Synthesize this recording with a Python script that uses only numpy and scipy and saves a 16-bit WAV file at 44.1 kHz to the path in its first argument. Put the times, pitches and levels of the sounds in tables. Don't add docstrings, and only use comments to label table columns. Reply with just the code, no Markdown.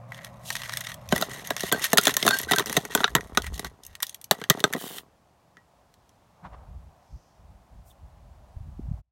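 import sys
import numpy as np
from scipy import signal
from scipy.fft import rfft, irfft, next_fast_len
from scipy.io import wavfile
from scipy.ndimage import uniform_filter1d

SR = 44100
rng = np.random.default_rng(int(sys.argv[2]) if len(sys.argv) > 2 else 0)


def wav_out(sig):
    wavfile.write(sys.argv[1], SR, np.round(np.clip(np.atleast_2d(sig).T, -1, 1) * 32767).astype(np.int16))


N = 401751
HIT = 6615
TIME = np.arange(N) / SR
AGE = TIME[:HIT]


def amp(db):
    return 10 ** (np.asarray(db) / 20)


def unit(x):
    return x / np.sqrt(np.mean(x ** 2))


def unit_energy(x):
    return x / np.sqrt(np.sum(x ** 2) / 441)


def curve(rows):
    return amp(np.interp(TIME, *np.transpose(rows)))


def add(out, s, x):
    i = max(int(s * SR), 0)
    out[i:i + len(x)] += x[:max(N - i, 0)]


def swell(start, length, attack, release):
    rise = np.clip(1 + (TIME - start) / attack, 0, 1) ** 2
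    return rise * np.exp(-np.maximum(TIME - start - length, 0) / release)


def aftermath(blows, t60, delay=0):
    energy = np.zeros(N)
    for s, db in blows:
        add(energy, s + delay, amp([db]) ** 2)
    retained = np.exp(-2 * np.log(1000) / (t60 * SR))
    return np.sqrt(signal.lfilter([1], [1, -retained], energy + 1e-24))


def walk(rate):
    k = int(SR / rate)
    steps = np.repeat(rng.standard_normal(N // k + 1), k)
    return unit(uniform_filter1d(uniform_filter1d(steps, k), k)[:N])


def grains(rate, spread_db):
    size = amp(spread_db * np.minimum(rng.exponential(size=N), 4))
    return (rng.random(N) < rate / SR) * size * rng.choice([-1, 1], N)


def contact(t60, rise=.0002):
    return rng.standard_normal(HIT) * amp(-60 * AGE / t60) * (1 - np.exp(-AGE / rise))


def bandpass(x, low_hz, high_hz, order=3):
    return signal.sosfilt(signal.butter(order, [low_hz, high_hz], "band", fs=SR, output="sos"), x)


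def colour(x, spectrum, bright_db=0):
    size = next_fast_len(len(x) + 2048, True)
    size += size % 2
    f = np.maximum(np.fft.rfftfreq(size, 1 / SR), 1)
    hz, db = np.transpose(spectrum)
    shelf = 1 / (1 + (7000 / f) ** 4)
    rolloff_db = 24 * np.clip(np.log2(f / hz[0]), -2, 0)
    gain = amp(np.interp(np.log(f), np.log(hz), db) + rolloff_db + bright_db * shelf)
    cepstrum = irfft(np.log(gain))
    cepstrum[1:size // 2] *= 2
    cepstrum[size // 2 + 1:] = 0
    return irfft(rfft(x, size) * np.exp(rfft(cepstrum)))[:len(x)]


def patchy(spectrum, spread_db):
    hz, db = np.transpose(spectrum)
    fine_hz = np.geomspace(hz[0], hz[-1], 30)
    ripple_db = spread_db * rng.standard_normal(len(fine_hz))
    return np.column_stack([fine_hz, np.interp(np.log(fine_hz), np.log(hz), db) + ripple_db])


def resonate(x, modes, pitch=1, scatter_db=0):
    out = 0
    for (hz, width, db), chance in zip(modes, rng.standard_normal(len(modes))):
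        centre = min(hz * pitch, SR * .45)
        b, a = signal.iirpeak(centre, max(centre / width, .5), SR)
        out = out + amp(db + scatter_db * chance) * unit(signal.lfilter(b, a, x))
    return out


# f/Hz, level/dB
FIELD = [(30, -26), (65, 4), (130, 2), (200, 0.5), (330, -5.5), (500, -5), (700, -1), (1000, -3.5),
         (1400, -11), (2200, -16.5), (6900, -22.5), (16000, -31)]


def open_air():
    return unit(colour(rng.standard_normal(N), FIELD)) * amp(-63 + .6 * walk(2.7))


# f/Hz, level/dB
HUSH_SPECTRUM = [(400, -20.5), (600, 1.5), (720, 4), (900, -3), (1150, -9.5), (1600, -20), (3000, -36)]
# t/s, level/dB
HUSH_LEVEL = [(5.62, -74.5), (5.78, -65.5), (5.9, -78), (6.8, -66.5), (7.02, -63), (7.28, -71.5),
              (7.45, -64.5), (7.85, -66.5), (8.11, -63.5), (8.31, -66.5), (8.47, -62), (8.7, -69.5),
              (8.88, -61.5)]


def far_hush():
    return unit(colour(rng.standard_normal(N), HUSH_SPECTRUM)) * curve(HUSH_LEVEL)


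# f/Hz, level/dB
DRONE_SPECTRUM = [(30, -34), (80, -15), (118, 0), (190, -5), (330, -26.5), (440, -27), (560, -9),
                  (690, -8.5), (830, -17), (1100, -13.5), (1500, -28.5), (2400, -30), (4000, -59.5)]
# t/s, level/dB
DRONE_LEVEL = [(0, -49.5), (1.1, -47.5), (2.5, -49.5), (3.9, -70.5)]
# harmonic number, relative level/dB
TONE_HARMONICS = [(1, 0), (2, -18.5)]
# t/s, level/dB
TONE_LEVEL = [(0, -46), (.33, -54.5), (.58, -57), (.8, -49.5), (1.15, -58), (2.5, -85)]


def distant_engine(fundamental_hz=119.4, whine_hz=535):
    drone = unit(colour(rng.standard_normal(N), DRONE_SPECTRUM))
    drone = drone * amp(1.1 * walk(17)) * curve(DRONE_LEVEL)
    phase_per_hz = 2 * np.pi * np.cumsum(1 + .008 * walk(9)) / SR
    tone = sum(amp(db) * np.sin(k * fundamental_hz * phase_per_hz) for k, db in TONE_HARMONICS)
    whine = amp(-61) * np.sin(whine_hz * phase_per_hz) * swell(0, .32, attack=.05, release=.055)
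    return drone + np.sqrt(2) * (tone * curve(TONE_LEVEL) + whine)


# f/Hz, level/dB
WIND_SPECTRUM = [(20, -26.5), (35, -9), (55, 3.5), (90, -6.5), (160, -16), (300, -32.5), (700, -67.5)]
# t/s, duration/s, level/dB
GUSTS = [(0, 3.7, -59.5), (1.097, 0.079, -41), (3.114, 0.15, -44), (3.336, 0.4, -42), (3.85, 0.092, -51.5),
         (6.443, 0.44, -45.5), (7.13, 0.026, -41.5), (7.404, 0.203, -47), (7.731, 0.18, -46),
         (8.0, 0.6, -50.5), (8.557, 0.52, -42)]
# t/s, level/dB, f/Hz
BUFFETS = [(8.572, -26, 62.2), (8.611, -26, 75.6), (8.796, -24, 210), (8.890, -22.5, 90),
           (8.917, -18, 111.6), (8.941, -24, 69.9)]


def breeze(calm_db=-71.5):
    eddies = amp(3.2 * walk(14))
    gusts = [amp(db) * swell(s, length, attack=.051, release=.024) for s, length, db in GUSTS]
    strength = np.hypot(np.max(gusts, axis=0), amp(calm_db))
    out = unit(colour(rng.standard_normal(N), WIND_SPECTRUM) * eddies) * strength
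    for s, db, hz in BUFFETS:
        phase = 2 * np.pi * hz * (TIME - s)
        out -= amp(db) * np.sin(phase) * np.exp(-(phase / 2.46) ** 2)
    return out


# t/s, duration/s, level/dB, lower f/Hz, upper f/Hz
RUSTLES = [(0.482, 0.071, -49.5, 3330, 12400), (6.456, 0.048, -45.5, 101, 180),
           (6.458, 0.031, -43, 545, 1304), (6.541, 0.028, -47.5, 500, 1240), (6.55, 0.32, -57.5, 523, 1054),
           (7.194, 0.32, -73.5, 4690, 6520), (7.891, 0.059, -62, 5900, 16250),
           (7.911, 0.013, -58, 3230, 3700)]


def rustles():
    out = np.zeros(N)
    for s, length, db, low_hz, high_hz in RUSTLES:
        rub = bandpass(grains(rate=8500, spread_db=1.5), low_hz, high_hz, order=2)
        out += amp(db) * unit(rub) / (1 + (2 * (TIME - s) / length) ** 4)
    return out


# t/s, duration/s, level/dB
ROLLS = [(1.335, 0.083, -48.5), (1.74, 0.045, -38), (2.3, 0.17, -40), (2.55, 0.23, -40.5),
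         (2.96, 0.07, -42), (3.557, 0.17, -50.5)]


def heap_motion(settle_s=4.785, fall_db_per_s=31):
    thuds = [(s, thud_db) for s, thud_db, *_ in KNOCKS]
    tumbling = amp(-20) * aftermath(thuds, t60=.85, delay=.011)
    for s, length, db in ROLLS:
        tumbling = np.hypot(tumbling, amp(db) * swell(s, length, attack=.0205, release=.02))
    settling = swell(settle_s, .21, attack=.035, release=.015)
    settling *= amp(-fall_db_per_s * np.maximum(TIME - settle_s, 0))
    return np.hypot(tumbling, amp(-44.5) * settling), amp(-37.5) * settling


# f/Hz, bandwidth/Hz, level/dB
BAG_MODES = [(119.7, 50, -15), (185, 110, 4), (262, 110, 3.5), (398.7, 57, 5.5)]
HEAP_MODES = [(630, 280, -16), (698, 80, 3.5), (930, 390, 5.5), (1100, 170, -5)]
# f/Hz, level/dB
NYLON_SPECTRUM = [(500, -7), (1000, -16), (1900, 4.5), (2300, -9.5), (3100, 6), (4900, -6), (7900, -2.5),
                  (16000, -2)]


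def bag():
    bumps = grains(rate=75, spread_db=3)
    nudges = grains(rate=90, spread_db=3)
    body = resonate(bumps, BAG_MODES) + amp(-4.5) * resonate(bumps + nudges, HEAP_MODES)
    tumble = unit(bandpass(body, 120, 1300))
    hiss = colour(grains(rate=1800, spread_db=.5), NYLON_SPECTRUM) * amp(1.5 * walk(60))
    lag_s = np.interp(TIME, [4.78, 5.0], [.00125, .00145])
    hiss = unit(hiss + amp(-10) * np.interp(TIME - lag_s, TIME, hiss))
    tumbling, sliding = heap_motion()
    return tumble * tumbling + hiss * sliding


def cage(touch, ring_db=-12):
    tail = contact(t60=.055, rise=.0046)
    tail /= np.sqrt(np.sum(tail ** 2))
    return touch + amp(ring_db) * signal.fftconvolve(touch, tail)[:len(touch)]


# t/s, duration/s, relative levels of chatter/dB, hollow ring/dB
SHIFTS = [(0.133, 0.14, -55.5, -48.5), (0.462, 0.11, -39.5, -64), (0.595, 0.33, -42.5, -41),
          (1.11, 0.15, -39.5, -41.5), (1.294, 0.24, -45, -42), (1.583, 0.11, -38, -40),
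          (1.763, 0.16, -41, -39), (1.826, 0.033, -26.5, -31.5), (2.029, 0.091, -34, -34.5),
          (2.178, 0.26, -37, -39), (2.488, 0.135, -38.5, -33), (2.668, 0.12, -39, -42.5),
          (2.808, 0.07, -50.5, -57), (2.911, 0.11, -41.5, -41), (3.438, 0.037, -47.5, -42.5),
          (3.538, .04, -42.5, -51), (3.619, 0.067, -49, -47.5), (3.834, 0.11, -64.5, -62),
          (4.014, 0.14, -56, -64)]


def basket_motion(attack=.018, release=.011):
    stir = amp(-64.5) * swell(.091, 3.56, attack, release)
    cracks = [(s, crack_db) for s, *_, crack_db, _ in KNOCKS]
    shiver = aftermath(cracks, t60=.66)
    chatter = np.hypot(stir, amp(-34) * shiver)
    hollow = np.hypot(stir, amp(-33.5) * shiver)
    for s, length, chatter_db, hollow_db in SHIFTS:
        shift = swell(s, length, attack, release)
        chatter = np.hypot(chatter, amp(chatter_db) * shift)
        hollow = np.hypot(hollow, amp(hollow_db) * shift)
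    return chatter, hollow


# f/Hz, bandwidth/Hz, level/dB
SHELL_MODES = [(1886.6, 70, -1.5), (1730, 390, -6), (1293, 810, -5.5)]
OVERTONES = [(2780, 90, -4), (3860, 170, -2), (4350, 70, -6), (6250, 79, 3), (7300, 110, -1), (9560, 82, 5),
             (11124, 130, 1)]
# f/Hz, level/dB
WIRE_SPECTRUM = [(1700, -30.5), (2300, -6.5), (2600, -2.5), (3400, 6), (4900, -4), (6100, 3.5), (7400, -6),
                 (9200, -3), (10300, -13.5), (11400, -0.5), (13500, -13), (16000, -14)]
# shell frequency ratio, brightness/dB
SPOTS = [(.975, -9), (.99, -3), (1, 0.5), (1.01, 4), (1.02, 6), (1.035, 10.5)]


def jostle():
    chatter, hollow = basket_motion()
    rate = 95 * np.clip(chatter / amp(-39), .7, 2)
    retained = np.exp(-1 / (.0016 * SR))
    out = np.zeros(N)
    for pitch, bright_db in SPOTS:
        catches = grains(rate, spread_db=4) / np.sqrt(rate)
        grip = unit(np.sqrt(signal.lfilter([1], [1, -retained], catches ** 2) + 1e-12))
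        scrape = (grip + amp(-16)) * rng.standard_normal(N)
        touch = unit(scrape) + amp(-16) * unit(resonate(scrape, OVERTONES, pitch, scatter_db=3))
        wires = colour(cage(touch), patchy(WIRE_SPECTRUM, spread_db=3), bright_db)
        shell = bandpass(resonate(scrape, SHELL_MODES, pitch, scatter_db=3), 680, 2600)
        out += amp(-9) * unit(wires) * chatter + amp(-10) * unit(shell) * hollow
    return out


# t/s, hollow ring level/dB, tick level/dB, relative brightness/dB
TICKS = [(0.12, -36, -52, -11), (0.145, -48, -46.5, -12), (0.189, -42.5, -56, -19), (0.246, -46, -39.5, -4),
         (0.503, -29, -30.5, -7), (0.553, -32, -32, -8), (0.566, -37.5, -36, -18), (0.658, -39, -51, -14),
         (0.694, -34, -37.5, -8), (0.736, -35, -35.5, -3), (0.771, -36, -28.5, 1), (0.807, -45, -35, 9),
         (0.869, -36.5, -36, -14), (0.942, -52, -41, 5), (1.089, -59, -40, -4), (1.179, -33, -31.5, 8),
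         (1.472, -48, -36, -1), (1.565, -34, -31.5, -2), (1.606, -35, -30, 2), (1.842, -31, -25, 13),
         (1.847, -30, -30, 7), (1.903, -61, -44, 13), (2.012, -50, -31, 13), (2.036, -52, -28, 15),
         (2.14, -35, -29, -4), (2.387, -43, -25.5, 15), (2.414, -50, -33, 12), (2.56, -44, -28, 2),
         (2.659, -37.5, -33, 4), (2.696, -35, -31.5, -5), (2.727, -33, -30, 3), (2.851, -36, -37, -4),
         (3.208, -38, -44, 0), (3.349, -43, -47.5, 4), (3.42, -54, -38, 0), (3.466, -37, -39, 0),
         (3.835, -73, -47, -1), (3.85, -66.5, -47, 4), (3.865, -75, -41, 20), (3.952, -46, -42, -4),
         (4.003, -43.5, -46, -1), (4.024, -40, -30, 28), (4.028, -44, -23, 9), (4.03, -33.5, -27.5, -4),
         (4.067, -68, -38.5, 7), (4.094, -60, -37.5, 3), (4.145, -56, -38, 3), (4.214, -64, -46, 8),
         (4.242, -68.5, -39.5, 7), (4.439, -36.5, -37, -11), (4.594, -41, -45, 2), (4.727, -36, -35, 11.5),
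         (4.983, -43, -36.5, -15), (5.569, -63, -63, -18), (5.94, -69, -60, -5), (6.092, -78, -61.5, -2.5)]


def ticks():
    out = np.zeros(N)
    for s, ring_db, tick_db, bright_db in TICKS:
        tap = contact(t60=.013, rise=.0005)
        overtones = resonate(contact(t60=.003817), OVERTONES, rng.normal(1, .099), scatter_db=4)
        overtones *= amp(-60 * AGE / .075)
        touch = unit_energy(tap) + amp(-13) * unit_energy(overtones)
        tick = colour(cage(touch), patchy(WIRE_SPECTRUM, spread_db=1.8), bright_db + 5.5)
        push = contact(t60=.012) + amp(-14) * contact(t60=.055)
        shell = resonate(push, SHELL_MODES, rng.normal(1, .018), scatter_db=2.5)
        add(out, s, amp(tick_db) * unit_energy(tick))
        add(out, s, amp(ring_db) * unit_energy(bandpass(shell, 460, 2400)))
    return out


# frequency ratio, T60/s, level/dB
FREE_MODES = [(1, .1, 0), (2.78, .16, -16.5), (4.55, .1, -25)]
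# t/s, level/dB, f/Hz, overtone gain/dB
FREE_RINGS = [(1.126, -35, 1546, -11), (1.727, -23, 1568, -2), (2.302, -22.5, 1572, 5.5),
              (2.329, -17, 1577, 0.5), (2.485, -29.5, 1540, -13.5), (2.56, -24.5, 1572, -11.5),
              (5.574, -54, 1910, -11.5)]


def free_rings():
    out = np.zeros(N)
    for s, db, hz, overtone_db in FREE_RINGS:
        wobble = np.cumsum(rng.standard_normal(HIT)) * .025
        ring = np.zeros(HIT)
        for ratio, t60, mode_db in FREE_MODES:
            decay = amp(mode_db + overtone_db * (ratio > 1) - 60 * AGE / t60)
            ring += decay * np.sin(2 * np.pi * hz * ratio * AGE + wobble)
        onset = 1 - np.exp(-AGE / .0034)
        add(out, s, amp(db) * unit_energy(ring * onset))
    return out


# f/Hz, level/dB
CRACK_SPECTRUM = [(1700, -29.5), (2400, -9.5), (3000, -3.5), (3700, 2.5), (4300, -6), (5000, -9.5),
                  (6300, -7), (8200, -10), (10300, -14.5), (11500, -7), (14300, -14.5), (15500, -11.5)]
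# t/s, thud level/dB, clack level/dB, clack f/Hz,
# shell ring level/dB, ring f/Hz, crack level/dB, relative brightness/dB
KNOCKS = [(1.124, -17, -18, 624, -22, 1570, -26, -5), (1.161, -36, -34, 610, -27.5, 1950, -29.5, -6),
          (1.212, -33, -42, 1140, -37, 1320, -28.5, 0), (1.223, -37, -24.5, 670, -26, 1380, -25.5, -15),
          (1.505, -31.5, -25, 640, -27.5, 1630, -28, -8), (1.634, -28, -32, 650, -45, 1270, -38, -9),
          (1.716, -34.5, -31.5, 984, -31.5, 1930, -29.5, -20),
          (1.724, -25, -26, 700, -25.5, 1570, -18.5, 1.5), (1.745, -29, -32, 620, -36, 1550, -42, -10),
          (1.931, -20, -19, 663, -22, 1750, -19.5, -1), (1.973, -49.5, -37, 1240, -18, 1840, -13.5, 2),
          (1.981, -27.5, -26.5, 700, -37, 1300, -14.5, -5),
          (1.983, -30.5, -28.5, 690, -15, 1413, -15.5, -9.5),
          (2.054, -47, -38.5, 1050, -31.5, 1830, -21.5, -1.5), (2.07, -25, -21, 706, -24, 1760, -15.5, -11),
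          (2.079, -28, -38, 530, -23, 1530, -24.5, -2.5), (2.093, -35.5, -36, 1000, -30, 1820, -30, -5),
          (2.167, -45.5, -32, 1080, -26.5, 1800, -17, 4), (2.227, -31, -35.5, 701.5, -30, 2070, -22, -15.5),
          (2.25, -24.5, -28.5, 695, -44, 1620, -32, -2.5),
          (2.265, -24.5, -21, 700, -27.5, 1700, -20.5, 0.5), (2.278, -28, -28, 1060, -16, 1384, -18, -13.5),
          (2.288, -29.5, -33, 667, -43.5, 1870, -21, -4), (2.308, -46, -28, 790, -22, 1460, -24, -8),
          (2.511, -28, -23, 710, -23, 1935, -23, 2), (2.518, -26, -28, 755, -22.5, 1940, -20, -10.5),
          (2.534, -29.5, -27.5, 714, -21, 1320, -22.5, -24),
          (2.584, -31.5, -32, 1010, -25, 1500, -20.5, -10), (2.595, -35, -28.5, 940, -27, 1800, -24.5, 2),
          (2.603, -27.5, -31.5, 1180, -38, 1300, -32.5, -14),
          (2.767, -33, -22.5, 720, -21, 1910, -19, -1.5), (2.772, -21, -25.5, 693, -31.5, 1850, -24, -8),
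          (2.95, -23, -23, 934, -22, 1490, -16.5, 2), (2.975, -39.5, -35.5, 1224, -31, 1510, -33.5, -25.5),
          (3.004, -30.5, -31, 701.5, -28.5, 1360, -33.5, -8.5),
          (3.034, -44, -38.5, 1230, -26.5, 1630, -44, -11.5),
          (3.042, -29.5, -30.5, 730, -17.5, 1380, -16.5, -34),
          (3.078, -57, -42, 1180, -30, 1660, -40, -10.5), (3.151, -20.5, -21, 996, -18.5, 1904, -17, -5),
          (3.163, -31.5, -29.5, 960, -28, 1900, -34.5, -6),
          (3.183, -41.5, -48.5, 553, -33.5, 1450, -53.5, 0),
          (3.373, -24.5, -19.5, 1270, -18.5, 1460, -19, -16),
          (3.594, -35, -38.5, 700, -38.5, 1960, -32, -5), (3.646, -40.5, -37.5, 1150, -36, 1560, -36, -14),
          (4.311, -23.5, -17, 720, -23, 1800, -14.5, -3.5), (4.415, -35, -45, 793, -37, 1550, -42, -15.5),
          (4.499, -22.5, -24.5, 1218, -31.5, 1890, -12.5, -6.5),
          (4.502, -21, -21, 1219, -19.5, 1900, -20, -8.5), (4.573, -38, -38, 600, -47.5, 1220, -50.5, -12),
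          (4.603, -37, -43, 560, -44.5, 1970, -34, -8), (4.64, -20, -19.5, 1270, -18, 1546, -17.5, -12.5),
          (4.735, -40, -41, 950, -27, 1910, -29, -4), (4.748, -27.5, -32, 536, -51, 1950, -45, -11),
          (4.763, -31.5, -38, 570, -37, 1230, -46, -11), (5.569, -59, -66.5, 1050, -52, 1750, -62, -26)]


def knocks():
    out = np.zeros(N)
    for s, thud_db, clack_db, clack_hz, ring_db, ring_hz, crack_db, bright_db in KNOCKS:
        overtones = resonate(contact(t60=.0017), OVERTONES, rng.normal(1, .062), scatter_db=4.5)
        snap = contact(t60=.0099, rise=.00066) + amp(-21) * contact(t60=.066)
        strike = unit_energy(snap) + amp(-6.5) * unit_energy(overtones)
        crack = colour(strike, patchy(CRACK_SPECTRUM, spread_db=2), bright_db + 5.5)
        push = contact(t60=.013) + amp(-17) * contact(t60=.06)
        shell = resonate(push, [(ring_hz, 85, 0), (1350, 260, -8), (1930, 110, -7)], scatter_db=3.5)
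        shove = contact(t60=.028) + amp(-18.5) * contact(t60=.1)
        heap = resonate(shove, HEAP_MODES, rng.normal(1, .05), scatter_db=4)
        clack = unit(heap) + resonate(shove, [(clack_hz, 100, 1)])
        sag = contact(t60=.026, rise=.0026)
        thud = resonate(sag, BAG_MODES, rng.normal(1, .029), scatter_db=1.5)
        add(out, s, amp(crack_db) * unit_energy(crack))
        add(out, s, amp(ring_db) * unit_energy(bandpass(shell, 630, 2000)))
        add(out, s, amp(clack_db) * unit_energy(bandpass(clack, 450, 1350)))
        add(out, s, amp(thud_db) * unit_energy(bandpass(thud, 120, 470)))
    return out


def scene():
    balls = knocks() + free_rings() + ticks() + jostle() + bag()
    background = rustles() + breeze() + open_air() + distant_engine() + far_hush()
    fade = np.clip(1 - (TIME - 8.99) / .029, amp(-40), 1)
    return (fade * (background + balls))[None]


def record(dry):
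    rounded = dry / (1 + (dry / .95) ** 6) ** (1 / 6)
    return signal.sosfilt(signal.ellip(10, .2, 80, 16000, fs=SR, output="sos"), rounded)


dry = scene()
out = record(dry)
wav_out(out)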